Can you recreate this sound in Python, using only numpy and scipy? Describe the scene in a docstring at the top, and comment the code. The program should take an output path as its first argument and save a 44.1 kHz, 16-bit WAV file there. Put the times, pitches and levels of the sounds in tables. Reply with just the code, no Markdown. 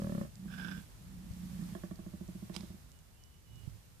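"""Koala bellowing in a gum tree

A rattling grunt, two soft low drones, then slow pulses that die away: vocal folds ringing a throat.
A hoarse rasp rides on the first drone; a twig-like crack and small ticks sound close on the right.
Behind them a far bird whistles, air rumbles and bumps at the microphone, and a hiss swells and sinks."""
import sys
import numpy as np
from scipy import signal
from scipy.fft import rfft, irfft
from scipy.io import wavfile
from scipy.ndimage import uniform_filter1d

SR = 44100
rng = np.random.default_rng(int(sys.argv[2]) if len(sys.argv) > 2 else 0)


def master_out(mix):
    """Clip the mix to full scale and print it as 16-bit PCM to the path in sys.argv[1]."""
    frames = np.transpose(np.atleast_2d(mix))
    ceiling = np.clip(frames, -1, 1)
    pcm = np.round(ceiling * 32767).astype(np.int16)
    wavfile.write(sys.argv[1], SR, pcm)


N = 176400
T = np.arange(N) / SR
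HZ = np.fft.rfftfreq(N, 1 / SR)

# How each layer swells and fades: time_s, level_db
HISS_FADER = [(0, -64), (0.22, -64.5), (0.29, -69.5), (0.42, -70), (0.58, -65), (0.8, -65), (0.87, -69),
              (1.22, -69), (1.4, -66), (1.7, -64), (1.95, -69.5), (2.62, -67), (2.95, -72.5), (3.45, -74),
              (3.65, -69.5), (3.85, -72), (4, -73)]
RUMBLE_FADER = [(0, -56), (1.3, -54.5), (2.0, -53.5), (2.7, -55), (3.05, -60.5), (4, -61)]
BUFFET_FADER = [(3.46, -69), (3.52, -49), (3.61, -48.5), (3.75, -50), (3.80, -63)]
RUSTLE_FADER = [(2.52, -80), (2.545, -49.5), (2.57, -50.5), (2.59, -56), (2.72, -69)]
RASP_FADER = [(0.49, -64.5), (0.525, -51.5), (0.57, -57), (0.605, -49), (0.73, -53), (0.80, -59),
              (0.825, -74)]
FIRST_DRONE_FADER = [(0.35, -66), (0.39, -49), (0.46, -41), (0.485, -45.5), (0.77, -42), (0.85, -66.5)]
SECOND_DRONE_FADER = [(1.0, -58.5), (1.15, -48), (1.25, -50), (1.40, -46), (1.45, -40.5), (1.49, -46),
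                      (1.52, -44), (1.645, -38.5), (1.675, -46), (1.725, -42.5)]
# EQ curves that colour the noise layers: frequency_hz, relative_gain_db
HISS_EQ = [(450, 7), (2000, 1.63), (8000, 0), (14500, -2)]
RUMBLE_EQ = [(12, -23), (30, -13), (55, 1.5), (90, -0.5), (150, -6), (250, -18.5), (500, -31.5),
             (15000, -62)]
BUFFET_EQ = [(25, -14), (100, 6), (170, -7.5), (350, -26), (15000, -62)]
CRACK_EQ = [(200, -3), (900, 1), (1500, -8), (2900, -2.5), (3700, 2.5), (4500, -2.5), (5400, -1),
            (6500, -6.5), (10000, -8.5), (12000, -23)]
TICK_EQ = [(2000, -24), (4500, 10.5), (7500, 9), (11000, -16)]
# Stereo placement across the spectrum: frequency_hz, left_minus_right_db
HISS_PAN = [(3000, -4), (14000, -1.5)]
GRUNT_PAN = [(100, -1), (200, 2), (400, -3), (700, -5), (1300, -9.5), (4000, -8)]
BELLOW_PAN = [(100, -6), (200, -5.5), (400, -13), (700, -15), (1300, -24), (4000, -27)]
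# Bumps of air at the microphone: start_s, pitch_hz, gain_db, left_minus_right_db
AIR_BUMPS = [(1.308, 102, -33, 12), (3.676, 109, -18.5, -32)]
# Bird whistles: start_s, length_s, start_pitch_hz, end_pitch_hz, level_db
BIRD_NOTES = [(2.90, 0.12, 2950, 2900, -71), (3.128, 0.075, 2760, 2780, -72),
              (3.162, 0.15, 3020, 2930, -66.5), (3.286, 0.13, 2955, 2940, -70.5),
              (3.428, 0.28, 2960, 2890, -63.5)]
# Thin ticks: start_s
TICK_STARTS = [.036, .356, .677, 1.318, 1.337, 1.639, 1.958, 2.279, 2.918, 2.990, 3.238, 3.558]
# Snaps that make up the crack: start_s, level_db, t60_s
CRACK_SNAPS = [(2.5432, -39, 0.0065), (2.552, -35.5, 0.0052), (2.5641, -29, 0.012), (2.608, -41, 0.011)]
# Resonances of the rasp: centre_hz, width_hz, relative_gain_db
RASP_RESONANCES = [(256, 28, 2), (1080, 1230, -16.5), (1575, 96, 5), (2437, 340, -12.5), (3010, 130, -16),
                   (3403, 150, -7.5), (5040, 270, -17.5), (5540, 180, -16)]
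# Sharp catches in the rasp: start_s, added_gain_db
RASP_ACCENTS = [(0.580, 9.5), (0.645, 8.5), (0.683, 5), (0.712, 7.5)]
# Throat resonances for each part of the call: pitch_hz, gain_db, t60_s
DRONE_THROAT = [(183.7, 9, 0.049), (310, -23, 0.2), (647, -32, 0.045), (1120, -21.5, 0.02),
                (1846, -31, 0.1)]
PULSE_THROAT = [(187.6, 1.5, 0.093), (329.7, -9.5, 0.092), (628, -13.5, 0.046), (1096, -20, 0.032),
                (1440, -30, 0.032), (1720, -22.5, 0.022), (3280, -34.5, 0.017)]
GRUNT_THROAT = [(150.4, -0.5, 0.041), (192.5, 3.5, 0.059), (327, -9.5, 0.046), (572, -11, 0.073),
                (1105, -17, 0.025), (1283, -22.5, 0.04), (1700, -21.5, 0.032)]
# Slow throat pulses: start_s, gain_db, tilt_db_per_octave
PULSE_CUES = [(1.750, -31.5, 3), (1.835, -30, 1.5), (1.910, -30.5, 0), (1.989, -33, -0.8),
              (2.062, -32, -1.5), (2.135, -31.5, -2.2), (2.208, -30.5, -3.5), (2.285, -32, -2.5),
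              (2.350, -32, -5.5), (2.423, -31, -5), (2.496, -31.5, 0.5), (2.563, -32.5, -2),
              (2.599, -33, -13), (2.631, -34, -1.5), (2.702, -37, -3), (2.74, -38.5, -6)]


def amp(db):
    """Decibels to gain."""
    return 10 ** (np.asarray(db) / 20)


def unit(x):
    """Scales to rms 1."""
    return x / np.sqrt(np.mean(abs(x) ** 2) + 1e-20)


def decay(t, t60_s):
    """A fade that falls 60 dB in t60_s."""
    return np.exp(-np.log(1000) * t / t60_s)


def drift(samples):
    """Slow random wobble: noise smoothed over this many samples."""
    return unit(uniform_filter1d(rng.standard_normal(N), size=samples))


def fader(points):
    """Gain over time, closing to silence just outside the first and last points."""
    time_s, db = np.transpose(points)
    inside_s = np.minimum(T - time_s[0], time_s[-1] - T)
    return amp(np.interp(T, time_s, db)) * np.clip(inside_s * 100 + 2, 0, 1)


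def spectrum(points):
    """Gain over frequency, drawn on a log axis."""
    hz, db = np.transpose(points)
    return amp(np.interp(np.log(HZ + 1), np.log(hz), db))


def eq(x, curve):
    """Colours a sound, keeping the power of white noise."""
    return irfft(rfft(x) * unit(spectrum(curve)), N)


def pan(x, curve):
    """Shares a sound between left and right, frequency by frequency."""
    ratio = spectrum(curve)
    return irfft(rfft(x) * np.array([ratio, np.ones_like(ratio)]) * 2 / (1 + ratio), N)


def on_right(x, left_db):
    """Places a sound on the right by turning the left down."""
    return x * amp([[left_db], [0]])


def add(mix, start_s, sound):
    """Mixes a sound in at its cue."""
    at = round(start_s * SR)
    sound = sound[max(-at, 0):]
    part = mix[max(at, 0):][:len(sound)]
    part += sound[:len(part)]


def burst(db, t60_s):
    """A short dying puff of noise."""
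    t = np.arange(SR // 20) / SR
    return amp(db) * rng.standard_normal(len(t)) * decay(t, t60_s)


def hiss(trim_db=7.5):
    """A wide, faint bed of hiss that swells and sinks."""
    bed = eq(rng.standard_normal((2, N)), HISS_EQ)
    return pan(bed, HISS_PAN) * fader(HISS_FADER) * amp(trim_db)


def air(rumble_db=2, correlation=0.45, bump_rise_s=0.0031):
    """Air on the microphone: a wide rumble, a bump on each side, and buffeting on the right."""
    left, independent, gust = rng.standard_normal((3, N))
    right = amp(-1) * (correlation * left + np.sqrt(1 - correlation ** 2) * independent)
    rumble = eq(np.array([left, right]), RUMBLE_EQ) * fader(RUMBLE_FADER) * amp(rumble_db)
    buffet = on_right(eq(gust, BUFFET_EQ) * fader(BUFFET_FADER), left_db=-20)
    t = np.arange(SR // 10) / SR
    for start_s, hz, db, left_db in AIR_BUMPS:
        envelope = t / bump_rise_s * np.exp(-t / bump_rise_s)
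        bump = amp(db) * envelope * np.sin(2 * np.pi * hz * t)
        add(buffet[0], start_s, amp(left_db) * bump)
        add(buffet[1], start_s, bump)
    return rumble + buffet


def bird(waver=0.0035):
    """Thin, far, wavering whistles, most of them sliding down a little."""
    out = np.zeros(N)
    for start_s, length_s, start_hz, end_hz, db in BIRD_NOTES:
        progress = np.linspace(0, 1, int(length_s * SR))
        glide_hz = start_hz + (end_hz - start_hz) * progress
        hz = glide_hz * (1 + waver * drift(200)[:len(progress)])
        tone = np.sin(2 * np.pi * np.cumsum(hz) / SR)
        add(out, start_s, amp(db) * np.sin(np.pi * progress) * tone)
    return on_right(out, left_db=-15)


def ticks(first_db=-41, fade_db_per_s=1.5):
    """Scattered pinpricks of bright noise that grow fainter."""
    out = np.zeros(N)
    for start_s in TICK_STARTS:
        add(out, start_s, burst(first_db - fade_db_per_s * start_s, t60_s=0.003))
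    return on_right(eq(out, TICK_EQ), left_db=-19)


def crack():
    """A dry, twig-like crack: quick snaps of noise over a rustle."""
    out = fader(RUSTLE_FADER) * rng.standard_normal(N)
    for start_s, db, t60_s in CRACK_SNAPS:
        add(out, start_s, burst(db, t60_s))
    return on_right(eq(out, CRACK_EQ), left_db=-19)


def rasp(trim_db=5, grains_per_s=300, grit=0.76, catch_decay_s=0.0045):
    """Irregular grains and air pushed through resonances, with a few hard catches."""
    grains = (rng.random(N) < grains_per_s / SR) * rng.uniform(0.5, 1, N)
    breath = unit(grit * unit(grains) + rng.standard_normal((2, N)))
    resonances = sum((-1) ** k * amp(db) / (1 + 1j * (HZ - hz) / width_hz) ** 2
                     for k, (hz, width_hz, db) in enumerate(RASP_RESONANCES))
    catches = 1 + sum(amp(db) * (T > start_s) * np.exp(-abs(T - start_s) / catch_decay_s)
                      for start_s, db in RASP_ACCENTS)
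    voice = irfft(rfft(breath * fader(RASP_FADER) * catches) * unit(resonances), N)
    return on_right(voice * amp(trim_db), left_db=-18.5)


def throat_ring(modes, tilt_db_per_octave=0, rise_cycles=1.16, detune=0.027):
    """One flap of the vocal folds rings the throat, each resonance a little off pitch."""
    t = np.arange(SR // 6) / SR
    out = np.zeros(len(t))
    for hz, db, t60_s in modes:
        gain = amp(db + tilt_db_per_octave * np.log2(hz / modes[0][0]))
        attack = 1 - np.exp(-t * hz / rise_cycles)
        detuned_hz = hz * (1 + detune * rng.standard_normal())
        out += gain * attack * decay(t, t60_s) * np.sin(2 * np.pi * detuned_hz * t)
    return out


def from_tree(voice, pan_curve, echo_db, echo_s=0.0235, left_lag_s=0.00031, tail_db=-10):
    """The voice reaches the right side first, with one echo and a short scatter from the trees."""
    t = np.arange(SR // 3) / SR
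    tail = rng.standard_normal((2, len(t))) * decay(t, t60_s=0.12) * (t > 0.012)  # 12 ms pre-delay
    tail = amp(tail_db) * tail / np.linalg.norm(tail[0])
    voice = voice + amp(echo_db) * np.interp(T - echo_s, T, voice, left=0)
    pair = np.array([np.interp(T - left_lag_s, T, voice), voice])
    scatter = signal.fftconvolve(pair, tail, axes=1)[:, :N]
    return pan(pair + scatter, pan_curve)


def koala_drones(trim_db=-1, flutter_hz=31, jitter=0.0799, harmonic=6, tone_gain=0.67):
    """Uneven flutter and air in the throat; one harmonic sings out on the lowest resonance."""
    cycles = np.cumsum(flutter_hz * (1 + jitter * drift(700))) / SR
    flaps = unit(np.diff(np.floor(cycles), prepend=0))
    breath = rng.standard_normal(N)
    voice = unit(signal.fftconvolve(flaps + breath, throat_ring(DRONE_THROAT))[:N])
    voice += tone_gain * unit(np.sin(2 * np.pi * harmonic * cycles))
    voice /= np.sqrt(uniform_filter1d(voice ** 2, size=1200) + 1e-9)  # even out the level
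    swells = fader(FIRST_DRONE_FADER) + fader(SECOND_DRONE_FADER)
    return from_tree(voice * swells * amp(trim_db), BELLOW_PAN, echo_db=-23)


def koala_pulses():
    """Flaps slow enough to land as separate throat knocks, varying in brightness and dying away."""
    out = np.zeros(N)
    for start_s, db, tilt in PULSE_CUES:
        add(out, start_s, amp(db) * throat_ring(PULSE_THROAT, tilt))
    return from_tree(out, BELLOW_PAN, echo_db=-13)


def koala_grunt(count=10, gap_s=0.0251, slowing_s=0.0117, gain_db=-27.5, swell_db=0.5, last_drop_db=8):
    """A slowing rattle of hard flaps; the last full one snaps brighter, then a weak one ends it."""
    out = np.zeros(N)
    start_s = -0.0068  # already under way as the scene opens
    last_full = count - 2
    for k in range(count):
        flap = throat_ring(GRUNT_THROAT, tilt_db_per_octave=1 if k == last_full else 0, rise_cycles=0.55)
        db = gain_db + swell_db * k / count - last_drop_db * (k > last_full)
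        add(out, start_s, -amp(db) * flap)
        start_s += gap_s + slowing_s * (k / last_full) ** 3
    return from_tree(out, GRUNT_PAN, echo_db=-20)


def scene():
    """The koala up front, close crackle on the right, and bird, air and hiss behind."""
    koala = koala_grunt() + koala_drones() + koala_pulses() + rasp()
    return koala + crack() + ticks() + bird() + air() + hiss()


def record(dry):
    """A steep high cut at 14650 Hz across the mix."""
    high_cut = signal.firwin(511, 14650, window=("kaiser", 9), fs=SR)
    return signal.oaconvolve(dry, high_cut[None], "same")


dry = scene()
out = record(dry)
master_out(out)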